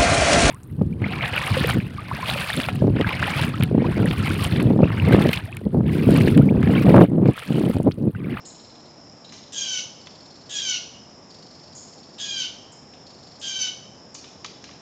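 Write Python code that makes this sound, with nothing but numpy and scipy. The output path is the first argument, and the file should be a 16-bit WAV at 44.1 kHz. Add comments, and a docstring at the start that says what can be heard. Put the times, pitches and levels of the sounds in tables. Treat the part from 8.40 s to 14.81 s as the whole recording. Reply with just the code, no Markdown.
"""A small bird chips and chatters some way off; then a blue jay gives four harsh, falling calls.
The membranes of the jay's syrinx make a stack of harmonics, roughened by irregular vibration.
Twigs snap, one dull, dry click sounds close by, and the bird's last chip opens with a sharp click.
Garden trunks and foliage scatter these sounds; behind them insects drone in one high band,
over the low rush of the neighbourhood."""
import sys
import numpy as np
from scipy import signal
from scipy.fft import rfft, irfft
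from scipy.io import wavfile

SR = 44100
rng = np.random.default_rng(int(sys.argv[2]) if len(sys.argv) > 2 else 0)


def file_out(sig):
    """Save sig as 16-bit WAV at sys.argv[1]."""
    # one column per channel
    cols = np.atleast_2d(sig).T
    # limit, then scale
    lim = np.clip(cols, -1, 1)
    pcm = np.round(lim * 32767).astype(np.int16)
    wavfile.write(sys.argv[1], SR, pcm)


N = 282681
T = np.arange(N) / SR


def jay():
    """Voiced sound: four calls, each a separate burst of oscillation in the syrinx."""
    # (start [s], length [s], first pitch [Hz], last pitch [Hz], glide exponent [1], level [dB],
    #  swell time [s], upper harmonics [dB], first push [dB], second push [dB],
    #  time of the voice crack [s], crack depth [0-1])
    calls = [(1.12, 0.28, 828.3, 727.3, 1.2, -32.5, 0.026, 1, 2.3, 0, 1.255, 0.68),
             (2.091, 0.28, 859.5, 706, 1.08, -31.5, .02, -1.5, 3.5, 3, 2.199, 0.98),
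             (3.781, .277, 831.5, 734.3, 1.9, -32.5, 0.011, -5, .5, 3.5, 3.865, 0.41),
             (5.012, 0.28, 805, 741, 1.01, -33, 0.017, -2.5, 1, 3.5, 5.135, .35)]
    out = np.zeros(N)
    for start, *settings in calls:
        add(out, start, syrinx(start, *settings))
    return out


def syrinx(start, length, first_hz, last_hz, bow, call_db, swell_s, bright_db,
           first_db, second_db, crack_s, crack_depth, buzz_hz=235, doubling_s=0.056):
    """Self-sustained oscillation: membranes give falling harmonics, harsh where the cycle is irregular."""
    # harmonics 2 to 11, the throat tuned along with the pitch: (level [dB], relative rasp [dB])
    harmonics = [(-13, -15), (-13, -11), (1, -11), (-13.5, 1), (-10, -3), (-9, -19), (-3.5, -4.5),
                 (-16.5, 3), (-26.5, -9.5), (-37.5, 7)]
    age = T[:int(length * SR)]
    size, left = len(age), length - age
    # the call swells, is pushed twice and fades; a crack is a brief loss of voice, most of all on top
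    first_push, second_push = [np.exp(-((age / length - at) / 0.089) ** 2) for at in (0.27, 0.73)]
    crack = crack_depth * np.exp(-((start + age - crack_s) / 0.017) ** 2)
    level_db = call_db - 14 * np.exp(-age / swell_s) - 5 * np.exp(-left / 0.024)
    level_db = level_db + first_db * first_push + second_db * second_push - 7 * crack
    upper_db = bright_db + 3.5 * (first_push + second_push) - 10 * crack
    # the membranes buzz before they lock and at the crack, and lose their grip as the air runs out
    unsettled = np.exp(-age / 0.032) + crack ** 2
    roughness = 0.5 + 1.4 * unsettled + 1.5 * np.exp(-left / 0.045)
    buzz_phase = 2 * np.pi * np.cumsum(buzz_hz * (1 + 0.12 * wander(66, size))) / SR
    pitch = first_hz + (last_hz - first_hz) * (age / length) ** bow
    pitch *= 1 + 0.13 * (crack > 0.7)  # a deep crack flips the pitch up
    jitter = 0.014 * roughness * wander(260, size)
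    waver = 0.0062 * wander(40, size)
    pitch *= 1 + jitter + waver
    phase = 2 * np.pi * np.cumsum(pitch) / SR + 0.59 * unsettled * np.sin(buzz_phase)
    # period doubling: the call starts an octave up, then the odd harmonics grow in
    odd_gain = 1 / (1 + np.exp((doubling_s - age) / 0.0076))
    voice = np.zeros(size)
    for k, (db, rasp_db) in enumerate(harmonics, 2):
        gain = from_db(db + np.interp(k * pitch, [4900, 6000], [0, 1]) * upper_db)
        flicker_db = 2.5 * k * first_hz / 6000 * (wander(28, size) - 0.5)  # high harmonics flicker most
        tone = from_db(flicker_db) * np.sin(k * phase) * (odd_gain if k % 2 else 1)
        rasp = from_db(rasp_db) * roughness * narrow_noise(k * phase, spread_hz=360)
        voice += gain * (tone + rasp)
    gate = np.clip(age / 0.0033, 0, 1) * np.clip(left / 0.0053, 0, 1)
    shimmer = 1 + 0.18 * roughness * wander(90, size)
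    return voice * from_db(level_db) * gate * shimmer


def chatter(note_s=0.023, overtone_hz=6950):
    """Random modulation widens each short note into a rough tone with a scratchy skirt and overtone."""
    out, t = np.zeros(N), T[:int(note_s * SR)]
    window = np.sin(np.pi * t / note_s) ** 2
    for time, hz, db in chatter_notes():
        phase = 2 * np.pi * hz * t
        tone = narrow_noise(phase, spread_hz=260)
        scratch = from_db(-3) * narrow_noise(phase, spread_hz=1200)
        overtone = from_db(-9) * narrow_noise(2 * np.pi * overtone_hz * t, spread_hz=480)
        add(out, time - note_s / 2, from_db(db) * (tone + scratch + overtone) * window)
    return out


def chatter_notes(max_notes=14, gap_growth=1.016, jitter_s=0.0018, uneven_db=1.2):
    """Nearly periodic pulse trains that slow a little; yields (time [s], pitch [Hz], level [dB])."""
    # the small bird's runs: (start [s], end [s], first gap [s], pitch [Hz], level [dB], fade [dB])
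    runs = [(0.056, .49, .048, 4124, -47.5, 4.5), (0.852, 1.09, 0.044, 3950, -44, 9),
            (1.616, 2.08, .047, 4480, -48.5, -0.5), (2.911, 3.29, 0.039, 4625, -46.5, 4),
            (3.334, 3.76, .049, 4550, -47, 2), (4.669, 4.98, 0.04, 4470, -47.5, 4.5)]
    for start, end, gap, hz, db, fade_db in runs:
        gaps = gap * gap_growth ** np.arange(max_notes)
        times = start + np.cumsum(gaps) - gaps
        for time, (early, loud) in zip(times, rng.standard_normal((max_notes, 2))):
            if time < end:
                progress = (time - start) / (end - start)
                yield time - jitter_s * early, hz, db - fade_db * progress + uneven_db * loud


def chips(start_hz=7800, fall_s=0.00505, attack_s=0.0019):
    """Frequency modulation: thin, rough notes glide quickly down and decay exponentially."""
    # the small bird's high notes: (time [s], level [dB], decay time [s], final pitch [Hz])
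    notes = [(.052, -39, 0.058, 7070), (3.348, -38.5, 0.075, 6940), (4.32, -40, 0.013, 6980),
             (4.995, -44, 0.06, 6960), (5.743, -32.5, 0.015, 6120)]
    out, t = np.zeros(N), T[:SR // 2]
    for time, db, decay_s, end_hz in notes:
        pitch = end_hz + (start_hz - end_hz) * np.exp(-t / fall_s)
        note = narrow_noise(2 * np.pi * np.cumsum(pitch) / SR, spread_hz=480)
        envelope = np.exp(-t / decay_s) * (1 - np.exp(-t / attack_s))
        add(out, time, from_db(db) * note * envelope)
    return out


def snaps_and_clicks(burst_s=0.0054, middle_db=-7):
    """Impulsive excitation: a brief noise burst rings broad modes; far sounds carry more echo."""
    # twig snaps, a dull, dry click close by (1.67 s) and the sharp onset of the last chip (5.748 s):
    # (time [s], direct peak [dB], low body [dB], crisp top [dB], relative echo [dB])
    events = [(0.923, -32.5, -9.5, -5.5, 4), (1.67, -28.5, -9.5, -18, -9.5), (4.535, -38.5, -11, -16, 0),
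              (5.748, -27.5, -11.5, -5, 1), (5.842, -34, -11, -16.5, 1), (6.045, -20, -8, -11, -6),
              (6.061, -26.5, -25, -12, -5), (6.24, -28.5, -10, -11, 0), (6.291, -35.5, 1, -22, -14),
              (6.311, -37, -7.5, -9, -1)]
    # damped modes: (frequency [Hz], bandwidth [Hz], level [dB])
    modes = [(1073, 270, 1.5), (2330, 930, -0.5), (3540, 1150, -1.5), (4820, 1440, -1), (6460, 650, 0.5)]
    direct, scattered, t = np.zeros(N), np.zeros(N), T[:SR // 20]
    for time, peak_db, body_db, top_db, echo_db in events:
        burst = rng.standard_normal(len(t)) * np.exp(-t / burst_s)
        colour = [(2300, body_db), (3700, middle_db), (6000, top_db)]
        click = sum((-1) ** k * from_db(mode_db + at_hz(colour, hz)) * resonate(burst, hz, width)
                    for k, (hz, width, mode_db) in enumerate(modes))
        click = from_db(peak_db) * click / np.abs(click).max()
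        add(direct, time, click)
        add(scattered, time, from_db(echo_db) * click)
    return direct + garden_echoes(scattered, near_db=-1, far_db=-0.5)


def insects(level_db=-52.5, tremble_db=1.0):
    """Incoherent summation: many insects merge into one narrow noise band with a fine tremble."""
    # spectrum of the chorus: (frequency [Hz], relative spectral density [dB])
    spectrum = [(3500, -31), (4500, -36), (4900, -6), (5150, -1.5), (5330, -0.5), (5600, -6), (6000, -19.5),
                (7300, -17.5), (9000, -45.5)]
    return from_db(level_db + tremble_db * wander(70, N)) * coloured_noise(spectrum, N)


def neighbourhood(level_db=-48.5):
    """Stationary noise: far traffic and air blend into a steady, low rush."""
    # spectrum of the rush: (frequency [Hz], relative spectral density [dB])
    spectrum = [(18, -71), (30, -18), (59, -17.5), (79, -5), (161, -0.5), (194, -2.5), (224, -0.5),
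                (404, -6), (668, -6), (773, -8), (1180, -13.5), (1360, -17.5), (3220, -25), (4500, -24.5),
                (5850, -62.5), (9900, -120)]
    return from_db(level_db) * coloured_noise(spectrum, N)


def garden_echoes(x, near_db, far_db, near_t60_s=0.32, far_t60_s=0.71, echoes_per_s=1500):
    """Scattering: nearby trunks return sparse echoes, the trees around a long, diffuse tail."""
    t = T[:SR]
    trunks = rng.standard_normal(SR) * (rng.random(SR) < echoes_per_s / SR)
    trunks *= from_db(-60 * t / near_t60_s) * (t > 0.004)
    # diffraction: long waves pass the branches by
    trunks = signal.sosfilt(signal.butter(2, 1700, "high", fs=SR, output="sos"), trunks)
    trees = rng.standard_normal(SR) * from_db(-60 * t / far_t60_s) * (1 - np.exp(-t / 0.051))
    trees = resonate(trees / np.linalg.norm(trees), hz=3700, width_hz=5300)
    response = from_db(near_db) * trunks / np.linalg.norm(trunks) + from_db(far_db) * trees
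    return signal.fftconvolve(x, response)[:N]


def narrow_noise(phase, spread_hz):
    """Quadrature modulation: a band of noise follows a carrier and is heard as a rough tone."""
    size = len(phase)
    return (wander(spread_hz, size) * np.sin(phase) + wander(spread_hz, size) * np.cos(phase)) / np.sqrt(2)


def coloured_noise(spectrum, size):
    """Spectral shaping: noise of unit power that falls steeply past the spectrum's last point."""
    hz = np.arange(size // 2 + 1) * SR / size
    roll_off = 1 / np.sqrt(1 + (hz / spectrum[-1][0]) ** 20)
    white = rfft(rng.standard_normal(size))
    return unit_rms(irfft(white * from_db(at_hz(spectrum, hz)) * roll_off, size))


def wander(rate_hz, size):
    """Low-pass noise: random motion of unit power up to about the given rate."""
    low_pass = signal.butter(2, rate_hz, fs=SR, output="sos")
    return unit_rms(signal.sosfilt(low_pass, rng.standard_normal(size + SR // 10))[-size:])


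def resonate(x, hz, width_hz):
    """Damped resonance: a two-pole band-pass with unit gain at its peak."""
    r = np.exp(-np.pi * width_hz / SR)
    feedback = [1, -2 * r * np.cos(2 * np.pi * hz / SR), r * r]
    return signal.lfilter(np.array([1, 0, -1]) * (1 - r * r) / 2, feedback, x)


def at_hz(spectrum, hz):
    """Interpolation of (frequency [Hz], level [dB]) points on a logarithmic frequency axis."""
    frequencies, db = np.transpose(spectrum)
    return np.interp(np.log(np.maximum(hz, 1)), np.log(frequencies), db)


def from_db(db):
    """Amplitude ratio of a level in decibels."""
    return 10 ** (np.asarray(db) / 20)


def unit_rms(x):
    """Normalisation to unit power."""
    return x / np.sqrt(np.mean(x ** 2) + 1e-20)


def add(out, time, sound):
    """Superposition of a sound from a given time [s]."""
    at = max(int(time * SR), 0)
    out[at:at + len(sound)] += sound[:N - at]


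def scene():
    """Superposition: birds, snaps and clicks, each with its echoes, add to the steady background."""
    calls, runs, high_notes = jay(), chatter(), chips()
    calls += garden_echoes(calls, near_db=2, far_db=-6.5)
    runs += garden_echoes(runs, near_db=-3, far_db=-5.5)
    high_notes += garden_echoes(high_notes, near_db=-4.5, far_db=-4.5)
    return (calls + runs + high_notes + snaps_and_clicks() + insects() + neighbourhood())[None]


def record(dry, notch_hz=8020, notch_width_hz=620, cutoff_hz=8800):
    """Band limiting: the microphone path has a notch near its top, then a steep low-pass."""
    notched = dry - resonate(dry, notch_hz, notch_width_hz)
    notched = notched - resonate(notched, notch_hz, notch_width_hz)
    return signal.sosfilt(signal.ellip(10, 0.2, 80, cutoff_hz, fs=SR, output="sos"), notched)


dry = scene()
out = record(dry)
file_out(out)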